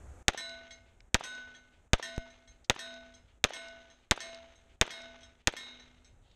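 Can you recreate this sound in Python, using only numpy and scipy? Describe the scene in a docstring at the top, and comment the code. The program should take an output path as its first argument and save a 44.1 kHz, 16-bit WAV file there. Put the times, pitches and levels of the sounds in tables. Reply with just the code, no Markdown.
"""Pistol shots at a steel plate

Eight shots in an earth-walled range, heard from a camera on the shooter's head in a light wind.
Each blast overloads the microphone, bounces off the ground and scatters from the walls. The bullet
rings a steel plate, which swings back and knocks on its hanger. A limiter (an automatic volume
control) turns the sound down at each shot, then lets the ringing swell up again."""
import sys
import numpy as np
from scipy import signal
from scipy.fft import rfft, irfft
from scipy.io import wavfile
from scipy.ndimage import uniform_filter1d, minimum_filter1d

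SR = 44100
rng = np.random.default_rng(int(sys.argv[2]) if len(sys.argv) > 2 else 0)


def wrap_up_sound(samples):
    """Save the sound to the file named by the first command line argument, as 16-bit audio."""
    columns = np.atleast_2d(samples).T
    # keep every value between -1 and 1, then stretch to whole-number steps
    tamed = np.clip(columns, -1, 1)
    steps = np.round(tamed * 32767).astype(np.int16)
    wavfile.write(sys.argv[1], SR, steps)


N = 280299
TIME = np.arange(N) / SR  # seconds since the scene began
AGE = TIME[:SR]  # seconds since one event began
FLIGHT_S = 0.0937  # the bullet flies to the plate and its clang comes back

# The shots: start_s, blast_db, pressure_push_db, wall_echo_db, brightness_db_per_octave
SHOT_LIST = [(0.2816, -6, -7, 0, -0.1), (1.1442, -8, -4, -0.5, 0.9), (1.9326, -7, 5.5, -0.5, -0.7),
             (2.6977, -5.5, -7, -1, -1.5), (3.4407, -4.5, -8, 1.5, -1.1), (4.111, -9, -7, -1.8, 0.8),
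             (4.8127, -7.5, -5.5, 1, 0.7), (5.4724, -7, -8, 0, 0.5)]
# The pistol's slide and single echoes after a blast: delay_s, rise_s, decay_s, level_db, pitch_hz, width_hz
AFTER_BLAST = [(.0047, 0.00042, 0.0014, 2.5, 2300, 2200), (0.0123, 0.001, 0.0051, -10, 1340, 1780),
               (0.051, 0.00099, 0.0074, -35, 6000, 5940), (.064, 0.00062, 0.0017, -7.5, 700, 650),
               (.063, 0.0018, 0.003, -18, 2600, 2400), (.081, 0.00092, .002, -32, 2000, 3000),
               (.325, 0.0027, 0.01, -39, 1010, 1200), (.57, 0.016, 0.044, -52, 2600, 1620)]
# Echoes from the earth walls: delay_s, rise_s, hold_s, level_db, fall_db_per_s
WALL_ECHOES = [(0.0, 0.022, 0.12, -34, 90), (0.299, 0.054, 0.09, -51.5, 68)]
# Tone of the blast, its early scatter, the wall echoes and the air: frequency_hz, relative_db
BLAST_TONE = [(100, -13), (700, -8), (1050, -16.5), (1850, 1), (2200, -2.5), (2550, 1), (2950, -6.5),
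              (3650, 2.5), (4200, -9.5), (6100, -6.5), (6550, -0.5), (7100, -6.5), (8000, -10),
              (10000, -25.5)]
SCATTER_TONE = [(60, -7.5), (300, -5), (600, 0.5), (1500, -8.5), (3500, -7), (4500, -18), (5800, -18),
                (6400, -13), (7200, -23.5), (11000, -30), (14000, -46)]
WALL_TONE = [(60, -13.5), (300, -0.5), (600, 1.5), (1200, 1.5), (2500, 0.8), (3800, 1), (4700, -13),
             (5800, -10.5), (6400, -4.5), (7200, -25.5), (9000, -36), (14000, -37.5)]
AIR_TONE = [(25, -5), (70, -2), (130, -17.5), (250, -18), (600, -19.5), (1500, -26.5), (3000, -39),
            (5000, -48), (6600, -33.5), (8500, -39.5), (10500, -44), (13000, -45), (15000, -63.5)]
# The plate's modes (ways of vibrating): pitch_hz, level_db, base_ring_s, face_on_share
PLATE_MODES = [(666.9, -42, 0.86, 0.21), (1496, -43.5, 0.74, 0.27), (1807, -39.5, 0.22, 0.92),
               (2156, -45.5, 0.42, 0.58), (3763, -42, 0.43, 0.15), (3973, -37, 0.36, 0.12),
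               (247, -58.5, 1.4, 0.4), (1030, -52.5, .45, 1), (1553, -52.5, 0.4, 0.6),
               (1908, -52.5, .35, 0.9), (2128, -56.5, 0.93, 0.3), (2864, -59, 0.78, .3),
               (3290, -45, 0.15, 0.87), (4160, -55, 0.41, 0.43), (4420, -60.5, 0.32, 1),
               (5130, -61, 0.55, 0.93), (5320, -57, 0.33, 1), (5520, -51.5, 0.14, 1),
               (6070, -45.5, 0.11, 0.98), (6217, -62, 0.13, 0.9), (6325, -53, .33, 0.95),
               (6436, -53.5, 0.42, 0.99), (7600, -69, 0.24, 0.8), (7850, -59, 0.27, 0.95),
               (8310, -52.5, 0.26, 0.35), (8430, -58, 0.25, 0.6), (9300, -77, 0.18, 0.9),
               (10120, -85, 0.14, 0.96), (10707, -64.5, 0.25, 1), (11350, -69, 0.2, 1)]
# Still lines of the first six modes, rounded when used: lines_across, lines_down, crest_boost_db
MODE_SHAPES = [(1, 1, 4.5), (1, 2, 9), (2, 1, 6), (0.5, 3, 5), (3.5, 0, 7.5), (3, 3, 8.5)]
# Where each bullet lands: level_db, share_of_width, share_of_height, swing_back_s
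BULLET_HITS = [(19.5, 0.34, .08, .87), (18.16, .17, .47, 0.65), (21.8, 0.36, 0.15, .33),
               (19.34, .32, 0.15, 0.49), (18.2, .15, 0.32, 0.5), (15.13, .14, .25, .36),
               (15.16, 0.18, .3, 0.54), (17.7, 0.463, 0.35, 1)]
# The plate knocks on its hanger: start_s, level_db, favoured_pitch_hz
HANGER_KNOCKS = [(0.708, 6, 3864), (1.548, 0, 2636), (2.05, 15, 4530), (2.302, -5, 3723),
                 (2.476, -2.5, 5000), (3.140, -2.5, 5850), (3.900, -7.5, 3980), (4.556, -13, 5820),
                 (5.208, -7.5, 5450), (5.232, -4, 4980), (5.797, -6.5, 3956), (6.046, -7, 6520)]
# The trigger clicks forward after every shot but the last: delay_s
TRIGGER_RESETS = [.2115, .205, .229, .2414, .2423, .234, .2043]
# Clicks of the grip: start_s, level_db, pitch_hz, decay_s
GRIP_CLICKS = [(1.004, -32, 2500, 0.0017), (2.643, -27.5, 6100, 0.0064), (6.312, -44, 3460, 0.003)]
# Gusts of wind: peak_s, half_length_s, boost_db
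WIND_GUSTS = [(0.028, 0.27, 7), (0.869, .22, 10.5), (2.5, 0.21, 6.5), (3.199, .25, 9.5), (6.102, 0.3, 13)]
# Dips and lifts in the tone of the whole sound: pitch_hz, width_hz, gain_db
TONE_BANDS = [(1077, 170, -5.5), (7830, 640, 2.5), (10000, 1600, -5.5), (11900, 2400, 2)]


def pistol(scatter_db=-3, bounce_s=0.0073, roughness_db=3.5):
    """Each shot is a blast and a push of air, followed by the slide and by echoes from all around."""
    out = np.zeros(N)
    wall_swell = wall_echo_shape()
    for start_s, blast_db, push_db, wall_db, brightness in SHOT_LIST:
        add(out, start_s, undb(blast_db) * muzzle_blast(brightness))
        add(out, start_s + 0.0008, undb(push_db + 8.5) * pressure_push(rise_s=0.00034, leak_s=0.005))
        add(out, start_s + bounce_s, ground_bounce())
        scatter = colour(burst(rise_s=0.0038, decay_s=0.0079), SCATTER_TONE)
        add(out, start_s, undb(scatter_db) * scatter)
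        for delay_s, rise_s, decay_s, db, hz, width_hz in AFTER_BLAST:
            noise = band(burst(rise_s, decay_s)[:SR // 4], hz, width_hz)
            add(out, start_s + delay_s, undb(db) * lowpass(noise, hz + width_hz, order=3))
        # clods and bushes make the wall echo uneven
        rough_noise = undb(roughness_db * wander(250)[:len(AGE)]) * rng.standard_normal(len(AGE))
        add(out, start_s, undb(wall_db) * colour(wall_swell * rough_noise, WALL_TONE))
    return out


def muzzle_blast(db_per_octave, length_s=0.0018, crack_db=33, sizzle_db=-24, edge_db=-18):
    """A shock about two milliseconds long holds all frequencies and rings the camera's shell."""
    spectrum = rfft(rng.standard_normal(len(AGE)) * (AGE < length_s))
    flat_noise = irfft(spectrum / np.abs(spectrum), len(AGE))
    shock = flat_noise * np.exp(-(AGE / (2 * length_s)) ** 4)
    body = colour(shock, [(hz, db + db_per_octave * np.log2(hz)) for hz, db in BLAST_TONE])
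    edge = undb(edge_db) * band(shock, 8100, 880)
    sizzle = undb(sizzle_db) * band(shock, 11400, 1000)
    return undb(crack_db) * (body + edge + sizzle)


def pressure_push(rise_s, leak_s):
    """A jump in pressure leaks out of the microphone and dips below zero."""
    return (1 - np.exp(-AGE / rise_s)) * (1 - AGE / leak_s) * np.exp(-AGE / leak_s)


def ground_bounce(centre_s=0.0006, half_s=0.00022, wave_db=13, suction_db=-2):
    """The blast returns from the dirt as a quick push and pull with a longer suction behind it."""
    offset = (AGE - centre_s) / half_s
    wave = -offset * np.exp(-offset ** 2)
    suction = np.interp(AGE - centre_s, AGE, pressure_push(rise_s=0.00043, leak_s=0.0023), left=0)
    return undb(wave_db) * wave - undb(suction_db) * suction


def wall_echo_shape():
    """Each earth wall's echo swells, holds and fades steadily; their powers add."""
    power = 0
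    for delay_s, rise_s, hold_s, db, fall_db_per_s in WALL_ECHOES:
        age = np.maximum(AGE - delay_s, 0)
        swell = np.minimum(age / rise_s, 1)
        fade = undb(db - fall_db_per_s * np.maximum(age - hold_s, 0))
        power += (swell * fade) ** 2
    return np.sqrt(power)


def plate_hits(splash_db=-13, spray_db=-30, chance_db=3):
    """Each bullet splashes on the steel plate and sets it ringing and swinging."""
    out = np.zeros(N)
    waves = mode_waves(damping=0.97)
    # where the bullet lands sets the main modes; chance varies the minor ones
    minor = np.arange(len(PLATE_MODES)) >= len(MODE_SHAPES)
    for (shot_s, *_), (db, across, down, swing_s) in zip(SHOT_LIST, BULLET_HITS):
        spot_db = np.pad(strike_spot_db(across, down), (0, minor.sum()))
        clang = ring(waves * plate_swing(swing_s), spot_db, chance_db * minor)
        add(out, shot_s + FLIGHT_S, undb(db) * clang)
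        splash = undb(splash_db) * burst(rise_s=0.000067, decay_s=0.0006)
        spray = undb(spray_db) * burst(rise_s=0.0015, decay_s=0.026)
        add(out, shot_s + FLIGHT_S, lowpass(band(splash + spray, 4000, 5000), 5400, order=3))
    return out


def mode_waves(damping):
    """Each mode is a pure tone that fades by 60 dB in base_ring_s / damping seconds."""
    hz, _, base_ring_s, _ = np.transpose(PLATE_MODES)[:, :, None]
    return np.exp(-np.log(1000) * damping * AGE / base_ring_s) * np.sin(2 * np.pi * hz * AGE)


def strike_spot_db(across, down):
    """A mode rings most when hit on a crest, where it moves most, and hardly at all on a still line."""
    lines_across, lines_down, crest_db = np.transpose(MODE_SHAPES)
    motion = np.cos(np.pi * np.round(lines_across) * across) * np.cos(np.pi * np.round(lines_down) * down)
    return crest_db + 20 * np.log10(np.hypot(motion, undb(-25)))  # a little is always left


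def plate_swing(swing_back_s, settle_s=0.69, beam_hz=2600):
    """Each mode's beam of sound turns toward the shooter as the plate tips; high modes beam narrowly."""
    hz, _, _, face_on = np.transpose(PLATE_MODES)[:, :, None]
    tilt = np.abs(np.sin(np.pi * AGE / swing_back_s)) * np.exp(-AGE / settle_s)
    return face_on + (1 - face_on) * np.tanh(2.6 * tilt * (1 + hz / beam_hz)) ** 2


def ring(waves, extra_db, chance_db):
    """A blow mixes the plate's modes, never twice in just the same way."""
    count = len(PLATE_MODES)
    db = np.transpose(PLATE_MODES)[1] + extra_db + chance_db * rng.standard_normal(count)
    return (undb(db) * rng.choice([-1, 1], count)) @ waves


def hanger_knocks(focus_db=4, hook_db=-45, hook_hz=6320):
    """Light knocks on the hanger ring the plate's upper modes and the hook itself."""
    out = np.zeros(N)
    hz, _, _, face_on = np.transpose(PLATE_MODES)
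    waves = mode_waves(damping=1.56)  # touching the hanger shortens the ring
    facing_db = 10 * np.log10(face_on)  # the plate is nearly face-on when it knocks
    for start_s, db, favoured_hz in HANGER_KNOCKS:
        plate = ring(waves, facing_db - focus_db * np.log2(hz / favoured_hz) ** 2, chance_db=4.5)
        hook = undb(hook_db) * band(burst(rise_s=0.0033, decay_s=0.025), hook_hz, 46)
        add(out, start_s, undb(db) * (plate + hook))
    return out


def plate_shimmer(count=70, low_hz=2500, high_hz=13000, longest_ring_s=0.43, db_per_octave=-5):
    """Each bullet also wakes a new mix of weak high modes; the highest die away first."""
    out, age = np.zeros(N), AGE[:SR // 4]
    hz = rng.uniform(low_hz, high_hz, (count, 1))
    fade = np.exp(-np.log(1000) * age / longest_ring_s * np.sqrt(hz / low_hz))
    waves = undb(db_per_octave * np.log2(hz / low_hz)) * fade * np.sin(2 * np.pi * hz * age)
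    for (shot_s, *_), (db, *_) in zip(SHOT_LIST, BULLET_HITS):
        add(out, shot_s + FLIGHT_S, undb(db - 60) * (rng.standard_normal(count) @ waves))
    return out


def handling(lower_s=6.19, rub_db=-56):
    """The trigger and grip click, and the hands rub as the pistol is lowered."""
    out = np.zeros(N)
    for (shot_s, *_), delay_s in zip(SHOT_LIST, TRIGGER_RESETS):
        add(out, shot_s + delay_s, click(db=-22.5, hz=5990, decay_s=0.0022))
    for start_s, db, hz, decay_s in GRIP_CLICKS:
        add(out, start_s, click(db, hz, decay_s))
    rub = band(burst(rise_s=0.064, decay_s=0.31), 3500, 1200)
    add(out, lower_s, undb(rub_db) * lowpass(rub, 4140, order=4))
    return out


def click(db, hz, decay_s):
    """A small contact on the pistol makes a tiny burst of noise."""
    return undb(db) * lowpass(band(burst(decay_s / 2, decay_s), hz, 0.82 * hz), 5530, order=3)


def spent_case(start_s=2.1797, level_db=-5.5, tick_db=-15, clack_db=-14):
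    """One empty cartridge case strikes the camera with a thump, a tick and a clack."""
    out = np.zeros(N)
    contact = burst(rise_s=0.0001, decay_s=0.00043)
    shell = undb(tick_db) * band(contact, 5400, 3400) + undb(clack_db) * band(contact, 600, 600)
    thump = pressure_push(rise_s=0.00005, leak_s=0.005)
    add(out, start_s, undb(level_db) * (thump + shell))
    return out


def air_and_wind(air_db=-54, breeze_db=-58, flutter_db=3.8, wind_hz=60):
    """The air hisses softly while a breeze flutters on the microphone and swells in gusts."""
    air = undb(air_db + 0.64 * wander(7.2)) * colour(rng.standard_normal(N), AIR_TONE)
    rumble = lowpass(band(rng.standard_normal(N), wind_hz, 55), 83)
    gusts_db = sum(db * np.exp(-((TIME - peak_s) / half_s) ** 2) for peak_s, half_s, db in WIND_GUSTS)
    return air + rumble * undb(breeze_db + gusts_db + flutter_db * wander(13))


def overall_tone(sound):
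    """The whole sound dips near 1 and 10 kHz and lifts near 8 and 12 kHz."""
    for hz, width_hz, db in TONE_BANDS:
        in_band = signal.lfilter(*signal.iirpeak(hz, hz / width_hz, fs=SR), sound)
        sound = sound + (undb(db) - 1) * in_band
    return sound


def limiter(sound, ceiling_db=-6, ahead_s=0.0525, hold_s=0.14, slow_share=0.69):
    """Turns the volume down just before a loud peak, holds it, then lets go: first fast, then slowly."""
    over_db = 20 * np.log10(np.maximum(np.abs(sound) / undb(ceiling_db), 1))
    held_db = -minimum_filter1d(-over_db, int((ahead_s + hold_s) * SR))
    held_db = np.interp(TIME - (hold_s - ahead_s) / 2, TIME, held_db)
    cut_db = np.maximum(recover(held_db, db_per_s=55), recover(slow_share * held_db, db_per_s=2.5))
    return sound * undb(-uniform_filter1d(cut_db, int(0.0037 * SR)))


def recover(cut_db, db_per_s):
    """A volume cut that starts at once and eases off at a steady rate."""
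    return np.maximum.accumulate(cut_db + db_per_s * TIME) - db_per_s * TIME


def undb(db):
    """Turns decibels into a number to multiply by."""
    return 10 ** (np.asarray(db) / 20)


def add(track, start_s, sound):
    """Mixes a sound into the track at start_s."""
    i = max(int(round(start_s * SR)), 0)
    track[i:i + len(sound)] += sound[:max(N - i, 0)]


def burst(rise_s, decay_s):
    """Noise that swells and dies away."""
    return rng.standard_normal(len(AGE)) * (1 - np.exp(-(AGE / rise_s) ** 2)) * np.exp(-AGE / decay_s)


def wander(rate_hz):
    """A random drift, mostly between -1 and 1."""
    step = int(SR / rate_hz)
    return uniform_filter1d(np.repeat(rng.standard_normal(N // step + 1), step), step)[:N]


def colour(sound, tone, size=4096):
    """Shapes a sound with a tone table; white noise keeps its power."""
    hz, db = np.transpose(tone)
    log_hz = np.log(np.fft.rfftfreq(size, 1 / SR) + 1)
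    log_gain = np.log(undb(np.interp(log_hz, np.log(hz), db)))
    # build the filter so that it rings only after a sound, never before
    cepstrum = irfft(log_gain)[:size // 2]
    response = irfft(np.exp(rfft(np.r_[0, 2 * cepstrum[1:]], size)))
    return signal.fftconvolve(sound, response / np.linalg.norm(response))[:len(sound)]


def band(sound, hz, width_hz):
    """Favours the pitches around hz; white noise keeps its power."""
    b, a = signal.iirpeak(hz, hz / width_hz, fs=SR)
    return signal.lfilter(b, a, sound) / np.sqrt(b[0])


def lowpass(sound, hz, order=2):
    """Softens everything above hz."""
    return signal.sosfilt(signal.butter(order, hz, fs=SR, output="sos"), sound)


def scene():
    """Everything that reaches the one microphone."""
    shooting = pistol() + plate_hits() + hanger_knocks() + plate_shimmer()
    return (shooting + handling() + spent_case() + air_and_wind())[None]


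def record(dry, overload_db=15, top_hz=14600):
    """The microphone overloads, the tone is shaped, the limiter acts and the highest treble is cut."""
    squashed = undb(overload_db) * np.tanh(dry[0] / undb(overload_db))
    limited = limiter(overall_tone(lowpass(squashed, 10760, order=5)))
    return signal.sosfilt(signal.ellip(8, 0.2, 70, top_hz, fs=SR, output="sos"), limited)[None]


dry = scene()
out = record(dry)
wrap_up_sound(out)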